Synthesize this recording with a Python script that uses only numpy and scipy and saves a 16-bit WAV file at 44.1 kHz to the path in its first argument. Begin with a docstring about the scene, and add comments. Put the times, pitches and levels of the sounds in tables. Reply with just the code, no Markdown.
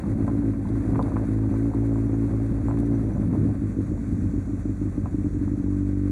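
"""Wheels rumble and crunch over gravel, a loose part knocks, and a motorcycle engine barks in short surges.
It rolls on a nearly shut throttle, pulls evenly for a while, coasts and surges again, then settles.
The engine is a train of shaped exhaust pulses over a once-a-cycle throb; the tyres are coloured noise and clicks.
Loose parts, flicked stones and a bump are struck resonances; faint insects and a bird sit beside the track.
All of it is heard through the housing of a helmet camera."""
import sys
import numpy as np
from scipy import signal
from scipy.fft import rfft, irfft
from scipy.io import wavfile
from scipy.ndimage import uniform_filter1d

SR = 44100
rng = np.random.default_rng(int(sys.argv[2]) if len(sys.argv) > 2 else 0)


def to_wav(sig):
    """Store sig (one row per channel, or 1-D mono) as 16-bit WAV at the path in sys.argv[1].

    Samples outside -1..1 are clipped; the rate is SR.
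    """
    pcm = np.clip(np.atleast_2d(sig), -1, 1) * 32767
    pcm = np.round(pcm).astype(np.int16)
    wavfile.write(sys.argv[1], SR, pcm.T)  # frames by channels


N = 269451
TIME = np.arange(N) / SR

# base engine speed, held by the rolling wheels; one exhaust stroke a cycle: time_s, speed_cycles_per_s
ENGINE_SPEED = [(0, 53.1), (0.2, 54), (0.6, 54), (1.15, 54.5), (1.33, 52.9), (1.53, 53.77), (1.65, 55.9),
                (1.78, 55.22), (2.05, 54.77), (2.24, 55.27), (2.35, 54.68), (2.6, 55.23), (2.87, 56.89),
                (3.05, 54), (3.3, 52.32), (3.8, 52.74), (4.35, 50.36), (4.7, 51.4), (5.15, 49.54),
                (5.45, 47.82), (5.8, 47.9), (6.11, 48.5)]
# surges in which the cylinders fire: start_s, end_s, base level_db of the bark,
# swell_db from start to end, stumble_db of the second stroke (offset)
FIRING_SURGES = [(0.079, 0.119, -21.5, -1, 0), (0.186, 0.24, -21.5, 6, 4), (0.314, 0.351, -22.5, 3, 2.5),
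                 (0.442, 0.5, -20, 2.5, -1), (0.59, 0.593, -22.5, 5, 0), (0.702, 0.79, -23.5, -4.5, -3.5),
                 (0.851, 1.077, -22.5, 0.5, -9), (1.139, 1.226, -22, 1, -1), (1.287, 1.483, -22, 0.5, 0),
                 (1.512, 1.572, -22.5, 0, 1), (1.584, 1.704, -22, -2.5, 0.5), (1.731, 2.065, -22.5, 0, 0),
                 (2.094, 2.271, -22, 2, -1.5), (2.31, 2.604, -24, -2.5, -1.5), (2.619, 2.944, -24.5, 2, 2),
                 (2.956, 3.107, -24, -0.5, 0), (3.197, 3.245, -24, 1, 1), (3.307, 3.34, -24.5, 4, 2),
                 (3.376, 3.452, -20.5, 5, -4.5), (3.618, 3.665, -23, 0, 3), (3.768, 3.806, -22, 5, 4.5),
                 (3.917, 3.955, -24.5, -5, -3), (4.068, 4.1, -27.5, -1, 2), (4.221, 4.259, -25, 0, -1),
                 (4.338, 4.383, -20.5, 0.5, -18), (4.493, 4.543, -23.5, 3.5, -10),
                 (4.654, 4.712, -21, 0.5, -9), (4.815, 4.883, -22, -1, -13), (4.978, 5.019, -23.5, -4, -7),
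                 (5.143, 5.215, -21.5, -3, -25), (5.244, 5.276, -22, -1, -0.5),
                 (5.305, 5.383, -22.5, 9.5, -12), (5.413, 5.44, -22.5, 0, -3), (5.473, 5.548, -22, 4, -12),
                 (5.576, 5.608, -23, 3, 0), (5.64, 6.113, -22.5, 0, -3)]
# roar of the stones under the tyres: time_s, level_db
GRAVEL_ROAR = [(0, -43.5), (0.3, -40.5), (0.6, -47), (0.98, -37.5), (1.35, -43.5), (2.4, -43.5),
               (2.9, -42.5), (3.43, -45), (3.58, -47.5), (4.7, -49.5), (6.11, -51)]


def gain_of(db):
    """Turns decibels into amplitude."""
    return 10 ** (np.asarray(db) / 20)


def evened(x):
    """Scales to rms 1."""
    return x / np.sqrt(np.mean(x ** 2) + 1e-20)


def curve(rows):
    """Draws a time table as an automation line with a value at every sample."""
    return np.interp(TIME, *np.transpose(rows))


def read(points, hz):
    """Reads a spectrum table as gains at the given frequencies."""
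    f, db = np.transpose(points)
    return gain_of(np.interp(np.log(hz + 1), np.log(f + 1), db))


def coloured(x, points):
    """Filters x through a spectrum table, at rms 1."""
    gain = read(points, np.fft.rfftfreq(N, 1 / SR))
    return evened(irfft(rfft(x) * gain, N))


def wander(hz):
    """Slow random drift of rms 1: noise through a soft lowpass at about hz."""
    f = np.fft.rfftfreq(N, 1 / SR)
    return evened(irfft(rfft(rng.standard_normal(N)) * np.exp(-(f / hz) ** 2), N))


def lagged(x, lag_s):
    """Follows x with a time constant."""
    keep = np.exp(-1 / (lag_s * SR))
    return signal.lfilter([1 - keep], [1, -keep], x)


def add(mix, s, sound):
    """Mixes a sound in at time s."""
    part = mix[max(round(s * SR), 0):][:len(sound)]
    part += sound[:len(part)]


def causal(gain):
    """The most compact pulse with these gains that starts at time zero (minimum phase)."""
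    cepstrum = irfft(np.log(gain))
    size = len(cepstrum)
    cepstrum = cepstrum[:size // 2]
    cepstrum[1:] *= 2
    return irfft(np.exp(rfft(cepstrum, size)))[:size // 2]


def click(points, tilt_db, size=2048):
    """A dry click with peak 1: a spectrum table, tilted in dB per octave about 1 kHz."""
    hz = np.fft.rfftfreq(size, 1 / SR)
    tilt = gain_of(tilt_db * np.log2(np.maximum(hz, 450) / 1000))
    pulse = causal(read(points, hz) * tilt)
    return pulse / abs(pulse).max()


def strike(modes, tilt_db, scatter, grit, contact_s, crack=0, crack_s=0.00092, size=4000):
    """One blow with peak 1: after a short crack each mode rings, part pure tone and part rough chatter."""
    t = np.arange(size) / SR
    out = np.zeros(size)
    for hz, db, t60 in modes:
        detune, force, phase = rng.standard_normal(3)
        smoothing = np.hanning(SR // 250)  # 4 ms
        chatter = evened(np.convolve(rng.standard_normal(size), smoothing, "same"))
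        tone = np.sin(2 * np.pi * (hz * (1 + scatter * detune) * t + phase))
        brightness_db = tilt_db * np.log2(hz / modes[0][0])
        decay_db = -60 * t / t60
        out += tone * (1 + grit * chatter) * gain_of(db + force + brightness_db + decay_db)
    out *= 1 + crack * np.exp(-t / crack_s)
    out *= 1 - np.exp(-(t / contact_s) ** 2)  # a soft contact makes no click
    return out / abs(out).max()


def bird(chirp_s=0.07, sweep=0.09, blur_hz=260):
    """A far bird gives faint chirps that rise in pitch, blurred by the scrub."""
    # start_s, level_db, centre pitch_hz
    chirps = [(1.5, -67, 6100), (1.94, -67, 7400), (2.04, -69, 6000), (2.11, -65, 6600), (2.65, -63, 7470),
              (2.826, -65, 5900), (2.915, -65, 5900), (3.015, -68, 5874), (3.099, -64, 6000),
              (3.13, -66, 6936), (3.19, -68, 6000)]
    u = np.linspace(-.5, .5, round(chirp_s * SR))
    out = np.zeros(N)
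    for s, db, hz in chirps:
        phase = 2 * np.pi * np.cumsum(hz * (1 + sweep * u)) / SR
        add(out, s, gain_of(db) * np.cos(np.pi * u) * np.sin(phase))
    return out * wander(blur_hz)


def insects(patchy_db=2):
    """Insects shrill in the dry grass: band noise in patches that drift over time and pitch."""
    # time_s, level_db
    insect_level = [(0, -87.5), (2, -71), (3.45, -82), (3.75, -68.5), (4.2, -66.5), (4.8, -68.5),
                    (5.7, -69), (6.11, -74.5)]
    # frequency_hz, relative density_db_per_hz
    shrill_band = [(4000, -56.5), (5500, -10), (6000, -9.5), (7400, -7.5), (8000, -10), (8600, -25.5),
                   (11000, -68)]
    z = signal.stft(coloured(rng.standard_normal(N), shrill_band), nperseg=512)[2]
    patches = uniform_filter1d(rng.standard_normal(z.shape), size=7, axis=0)  # across pitch
    patches = evened(uniform_filter1d(patches, size=14, axis=1))  # across time
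    shrill = signal.istft(z * gain_of(patchy_db * patches), nperseg=512)[1][:N]
    return evened(shrill) * gain_of(curve(insect_level))


def ruts():
    """The wheels rumble over ruts: low coloured noise riding a level curve."""
    # time_s, level_db
    rut_level = [(0, -32), (0.13, -26.5), (0.4, -35.5), (0.95, -26.5), (1.4, -38.5), (3.0, -29.5),
                 (3.2, -26.5), (3.43, -22.5), (3.6, -32), (4.2, -29.5), (4.7, -36), (5.4, -30.5),
                 (6.11, -43)]
    # frequency_hz, relative density_db_per_hz
    rumble_colour = [(10, -44.5), (25, -18.5), (40, 4), (85, 5.5), (130, 5.5), (230, 5), (300, 3),
                     (400, -11), (520, -18), (900, -51), (4000, -100)]
    return coloured(rng.standard_normal(N), rumble_colour) * gain_of(curve(rut_level))


def stones(per_s, spread_db, wash):
    """Clicks of many sizes over a wash of finer grit."""
    sizes = gain_of(spread_db * np.minimum(rng.exponential(1, N), 4))
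    clicks = sizes * rng.choice([-1, 1], N) * (rng.random(N) < per_s / SR)
    return evened(clicks) + wash * rng.standard_normal(N)


def gravel(lump_db=2, clump_db=1.18, flicker_db=0.9):
    """The tyres crush gravel: a lumpy roar, with crunch and fizz that clump together and follow it in part."""
    # spectra: frequency_hz, relative density_db_per_hz
    roar_colour = [(100, -25), (300, -1), (470, -6.5), (560, -3.5), (680, -8.5), (850, -14), (1300, -23.5),
                   (5000, -73)]
    crunch_colour = [(100, -38.5), (500, -0.5), (850, -16), (1080, -1.5), (1400, -4.5), (1480, -3),
                     (1545, 0.5), (1620, -5), (2000, -6), (2500, -11.5), (3300, -22.5), (5000, -50),
                     (12000, -79.5)]
    fizz_colour = [(1500, -6.5), (3500, -0.5), (4600, -0.5), (6000, -1), (7400, -0.5), (8450, -3),
                   (8750, 0.5), (9100, -2), (9600, -0.5), (9900, -1.5), (10300, 0), (11200, -9.5),
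                   (12100, -13.5), (12900, -10.5), (13500, -12), (14400, -18), (15700, -20.5)]
    clumps, roar_db = wander(23), curve(GRAVEL_ROAR)
    above_loose_db = roar_db + 42  # roar relative to loose gravel at -42 dB
    roar = coloured(stones(per_s=400, spread_db=5.0, wash=1.4), roar_colour)
    crunch = coloured(stones(per_s=900, spread_db=-1.0, wash=0.83), crunch_colour)
    fizz = coloured(stones(per_s=1300, spread_db=2.0, wash=1.3), fizz_colour)
    roar *= gain_of(roar_db + lump_db * wander(31))
    # level at the loose-gravel roar, then dB for each dB of roar
    crunch *= gain_of(-53 + 0.37 * above_loose_db + clump_db * clumps)
    fizz *= gain_of(-62.5 + 0.26 * above_loose_db + flicker_db * clumps)
    return roar + crunch + fizz


def tick(db, tilt_db, scrape_s=0.004, ring_db=-8):
    """A stone scrapes briefly on metal and leaves a faint ring."""
    # resonances: pitch_hz, relative level_db, t60_s
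    metal_modes = [(3760, 5, 0.047), (4570, -6, 0.02), (6070, -3, 0.025), (7350, -3, 0.019),
                   (8750, -3, 0.019), (10200, 0, 0.024)]
    # frequency_hz, relative level_db
    scrape_colour = [(1000, -22), (3500, 4), (7000, -4.5), (10200, 0), (12000, -12), (16000, -17)]
    ring = strike(metal_modes, tilt_db, scatter=0.031, grit=0.79, contact_s=0.0001, crack=1.0)
    t = np.arange(len(ring)) / SR
    burst = rng.standard_normal(len(t)) * np.exp(-t / scrape_s)
    scrape = signal.fftconvolve(burst, click(scrape_colour, tilt_db))[:len(t)]
    return gain_of(db) * (scrape / abs(scrape).max() + gain_of(ring_db) * ring)


def flicked_stones():
    """A few stones are flicked against metal."""
    # start_s, level_db, brightness_db_per_octave
    stone_ticks = [(0.688, -48, -8), (1.026, -41.5, -4), (1.582, -49, 9), (1.745, -50, 2), (2.787, -44, 0),
                   (2.8, -45.5, 3), (2.857, -52, 4)]
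    out = np.zeros(N)
    for s, db, tilt_db in stone_ticks:
        add(out, s, tick(db, tilt_db))
    return out


def suspension():
    """A heavy bump through the suspension sets the chassis ringing low and short."""
    # start_s, peak_db
    bumps = [(2.513, -13)]
    # resonances: pitch_hz, relative level_db, t60_s
    chassis_modes = [(110, -2, 0.11), (194, 2, 0.036), (240, -10.5, 0.037)]
    out = np.zeros(N)
    for s, db in bumps:
        add(out, s, gain_of(db) * strike(chassis_modes, 0, scatter=0.033, grit=0.23, contact_s=0.0022))
    return out


def knock(db, tilt_db, ring_db=-10):
    """A loose part smacks a well damped panel, which rings only a little."""
    # resonances: pitch_hz, relative level_db, t60_s
    panel_modes = [(467, 1, 0.059), (580, 0, 0.015), (664, -2, 0.032), (730, 1.5, 0.023), (900, 9, 0.017),
                   (960, 5.5, 0.11), (1110, 5.5, 0.02), (1270, -6.5, 0.034), (1551, -7.5, 0.065),
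                   (1810, -8, 0.024), (2330, -11.5, 0.036)]
    # dry smack: frequency_hz, relative level_db
    smack_colour = [(100, -41), (450, -6.5), (620, -1), (850, 1), (1150, -1.5), (1500, -14.5),
                    (2000, -22.5), (2700, -31.5), (5000, -62), (12000, -94)]
    ring = strike(panel_modes, tilt_db, scatter=0.048, grit=0.63, contact_s=0.00083, crack=0.84)
    out = gain_of(ring_db) * ring
    add(out, 0, click(smack_colour, tilt_db))
    return gain_of(db) * out


def jiggles(per_s=5, above_roar_db=2, spread_db=3):
    """Loose parts tap lightly at random all the way, harder where the gravel roars louder."""
    out = np.zeros(N)
    level = curve(GRAVEL_ROAR) + above_roar_db + spread_db * rng.standard_normal(N)
    for i in np.flatnonzero(rng.random(N) < per_s / SR):
        add(out, TIME[i], knock(level[i], tilt_db=0.0))
    return out


def loose_parts(rebound_s=0.0068, rebound_db=-10, clatter_s=0.023, clatter_db=-14.5):
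    """The hardest knocks: each part falls back once and clatters in three weaker taps at random moments."""
    # start_s, level_db, brightness_db_per_octave
    hard_knocks = [(0.037, -30.5, 1), (0.228, -37, 7), (0.279, -21.5, -4), (0.536, -34.5, 5),
                   (0.655, -33.5, -4), (0.689, -33, -4), (0.948, -30, 7), (0.957, -24, 6),
                   (0.9927, -13.5, -7.5), (1.082, -29, -6), (1.12, -29, -3), (1.16, -32, 6),
                   (1.1671, -19, 1.5), (1.218, -39, -7), (1.438, -40, 9), (1.54, -30.5, 0.5),
                   (1.737, -28, -3.5), (1.958, -29.5, -1), (2.095, -36.5, 2), (2.143, -35, 3),
                   (2.587, -43, 1), (2.684, -23.5, -5.5), (2.702, -32, 2), (2.7111, -28, 7),
                   (2.741, -33, 2), (2.773, -34, 11), (2.941, -44, -5), (3.168, -33.5, -12),
                   (3.335, -26, -7.5), (3.35, -27, -19), (3.49, -32, -19), (3.978, -35, -8),
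                   (5.0584, -27.5, 2), (5.062, -34, -8), (5.479, -36, 2)]
    out = np.zeros(N)
    for s, db, tilt_db in hard_knocks:
        add(out, s, knock(db, tilt_db))
        add(out, s + rebound_s, knock(db + rebound_db, tilt_db))
        for later_s in clatter_s * rng.random(size=3):
            add(out, s + later_s, knock(db + clatter_db, tilt_db))
    return out


def burning():
    """1 while the cylinders fire, 0 in the pauses."""
    return sum((TIME >= start) & (TIME < end) for start, end, *_ in FIRING_SURGES)


def crank_speed(lurch_share=.09, rise_s=.04, settle_s=.1, waver=0.0032):
    """Firing speeds the crank up through the slack of the chain until the wheels pull it back."""
    push = burning() - .5
    lurch = lagged(push, rise_s) - lagged(push, settle_s)
    return curve(ENGINE_SPEED) * (1 + lurch_share * lurch + waver * wander(22))


def crank_turns(pause_s=.028):
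    """Cycles turned so far; in each pause the crank slips, so that the next surge opens with a stroke."""
    turns, last_end = np.cumsum(crank_speed()) / SR, 0
    for start, end, *_ in FIRING_SURGES:
        if start - last_end > pause_s:  # a shorter gap is only a misfire: the crank keeps its step
            due = np.interp(start, TIME, turns)
            slip = np.round(due) - due
            turns = turns + curve([(last_end, 0), (start, slip)])
        last_end = end
    return turns


def throb(turns, db=-33, sag_db=-5, sag_s=0.0062, waver_db=0.2, waver_hz=24, lag=0.34):
    """The once-a-cycle throb of the crank, a sine that is weaker in the pauses."""
    level = db + sag_db * lagged(1 - burning(), sag_s) + waver_db * wander(waver_hz)
    return np.sqrt(2) * np.cos(2 * np.pi * (turns - lag)) * gain_of(level)


def pulse_shape(points, tilt_db=0, rasp_db=0, echo_s=0.010333, echo_share=0.4, size=8192):
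    """One stroke with its round trips in the exhaust pipe, evened, then tilted about 280 Hz and shelved on top."""
    hz = np.fft.rfftfreq(size, 1 / SR)
    pipe = 1 / abs(1 - echo_share * np.exp(-2j * np.pi * hz * echo_s))
    octaves = np.log2(np.clip(hz, 80, 290) / 280)
    shelf_db = np.interp(hz, [300, 440], [0, rasp_db])
    return causal(evened(read(points, hz) * pipe) * gain_of(tilt_db * octaves + shelf_db))


def engine(catch_db=1, uneven_db=0.97, puff_jitter_s=0.0012, puff_uneven_db=3.0):
    """One stroke a cycle: a bark while the engine fires, a dull uneven puff between the surges."""
    # fired and unfired (only pumping air) strokes: frequency_hz, relative level_db
    bark_colour = [(15, -71.5), (35, -36.5), (65, -8), (105, 3.5), (160, -10), (215, -3), (280, 0),
                   (335, -3.5), (385, -15.5), (440, -17.5), (500, -23), (750, -47), (1500, -57),
                   (6000, -100)]
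    puff_colour = [(15, -56), (35, -23.5), (65, -1), (100, -1), (150, -12.5), (210, -1.5), (290, -4),
                   (380, -37), (600, -48), (6000, -100)]
    # reference level of the low boom: speed_cycles_per_s, level_db
    boom_level = [(48, -27), (55, -23.5)]
    # unfired strokes: speed_cycles_per_s, level_db, brightness_db_per_octave
    puff_settings = [(50.7, -33, -3), (54, -27, 2)]
    limp_db = -3.5  # lowest offset of every second stroke after the first stumble
    sharpen = 0.39  # dB per octave from boom towards bark, for each dB above the boom
    bite_s, bite_db, bite_rasp_db = 0.19, 1.5, 0.5  # short surges bite: dB per octave, and dB on top
    rasp_db_per_cycle, rasp_from = 0.66, 59.4  # the top opens with speed: dB, cycles per second

    turns = crank_turns()
    times = np.interp(np.arange(np.floor(turns[-1]) + 1), turns, TIME)
    speed = np.interp(times, *np.transpose(ENGINE_SPEED))
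    force, late = rng.standard_normal((N, 2))[:len(times)].T
    boom_db = np.interp(speed, *np.transpose(boom_level))
    exhaust, idle = np.zeros(N), np.ones(len(times), bool)
    for start, end, db, swell_db, stumble_db in FIRING_SURGES:
        firing = np.flatnonzero((times > start - 2 / SR) & (times < end))
        idle[firing] = False
        bite = np.exp((start - end) / bite_s)
        for count, i in enumerate(firing):
            # unburnt fuel gives the first stroke an extra kick; the second may stumble
            kick_db = catch_db * (count == 0)
            alternate_db = stumble_db if count == 1 else max(stumble_db, limp_db) * (count % 2)
            along = (times[i] - start) / (end - start) - .5
            level = db + swell_db * along + uneven_db * force[i] + kick_db + alternate_db
            tilt_db = sharpen * (level - boom_db[i]) + bite_db * bite
            rasp_db = rasp_db_per_cycle * (speed[i] - rasp_from) + bite_rasp_db * bite
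            add(exhaust, times[i], gain_of(level) * pulse_shape(bark_colour, tilt_db, rasp_db))
    at_speed, *columns = np.transpose(puff_settings)
    for i in np.flatnonzero(idle):
        db, tilt_db = (np.interp(speed[i], at_speed, column) for column in columns)
        puff = gain_of(db + puff_uneven_db * force[i]) * pulse_shape(puff_colour, tilt_db)
        add(exhaust, times[i] + puff_jitter_s * late[i], puff)
    unit = np.sqrt(SR / speed.mean())  # brings a train of energy-1 pulses to rms 1
    return -(unit * exhaust + throb(turns))  # each stroke opens with a dip in pressure


def scene():
    """Everything is heard from the saddle, in the open air."""
    verge = bird() + insects()
    track = ruts() + gravel() + flicked_stones()
    bike = suspension() + jiggles() + loose_parts() + engine()
    return (verge + track + bike)[None]


def record(dry, low_cut_hz=13, edge_hz=15750):
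    """The camera housing cancels three narrow bands, the microphone drops the deepest bass, then a treble limit."""
    # dead spots of the housing: frequency_hz, width_hz
    dead_spots = [(3000, 900), (5200, 770), (11620, 720)]
    hz = np.fft.rfftfreq(N, 1 / SR)
    housing = np.prod([1j * (hz - f) / (1j * (hz - f) + width / 2) for f, width in dead_spots], axis=0)
    bass_cut = hz ** 4 / (hz ** 4 + low_cut_hz ** 4)
    heard = irfft(rfft(dry) * housing * bass_cut, N)
    treble_limit = signal.firwin(511, edge_hz, window=("kaiser", 9), fs=SR)
    return signal.oaconvolve(heard, treble_limit[None], "same")


dry = scene()
out = record(dry)
to_wav(out)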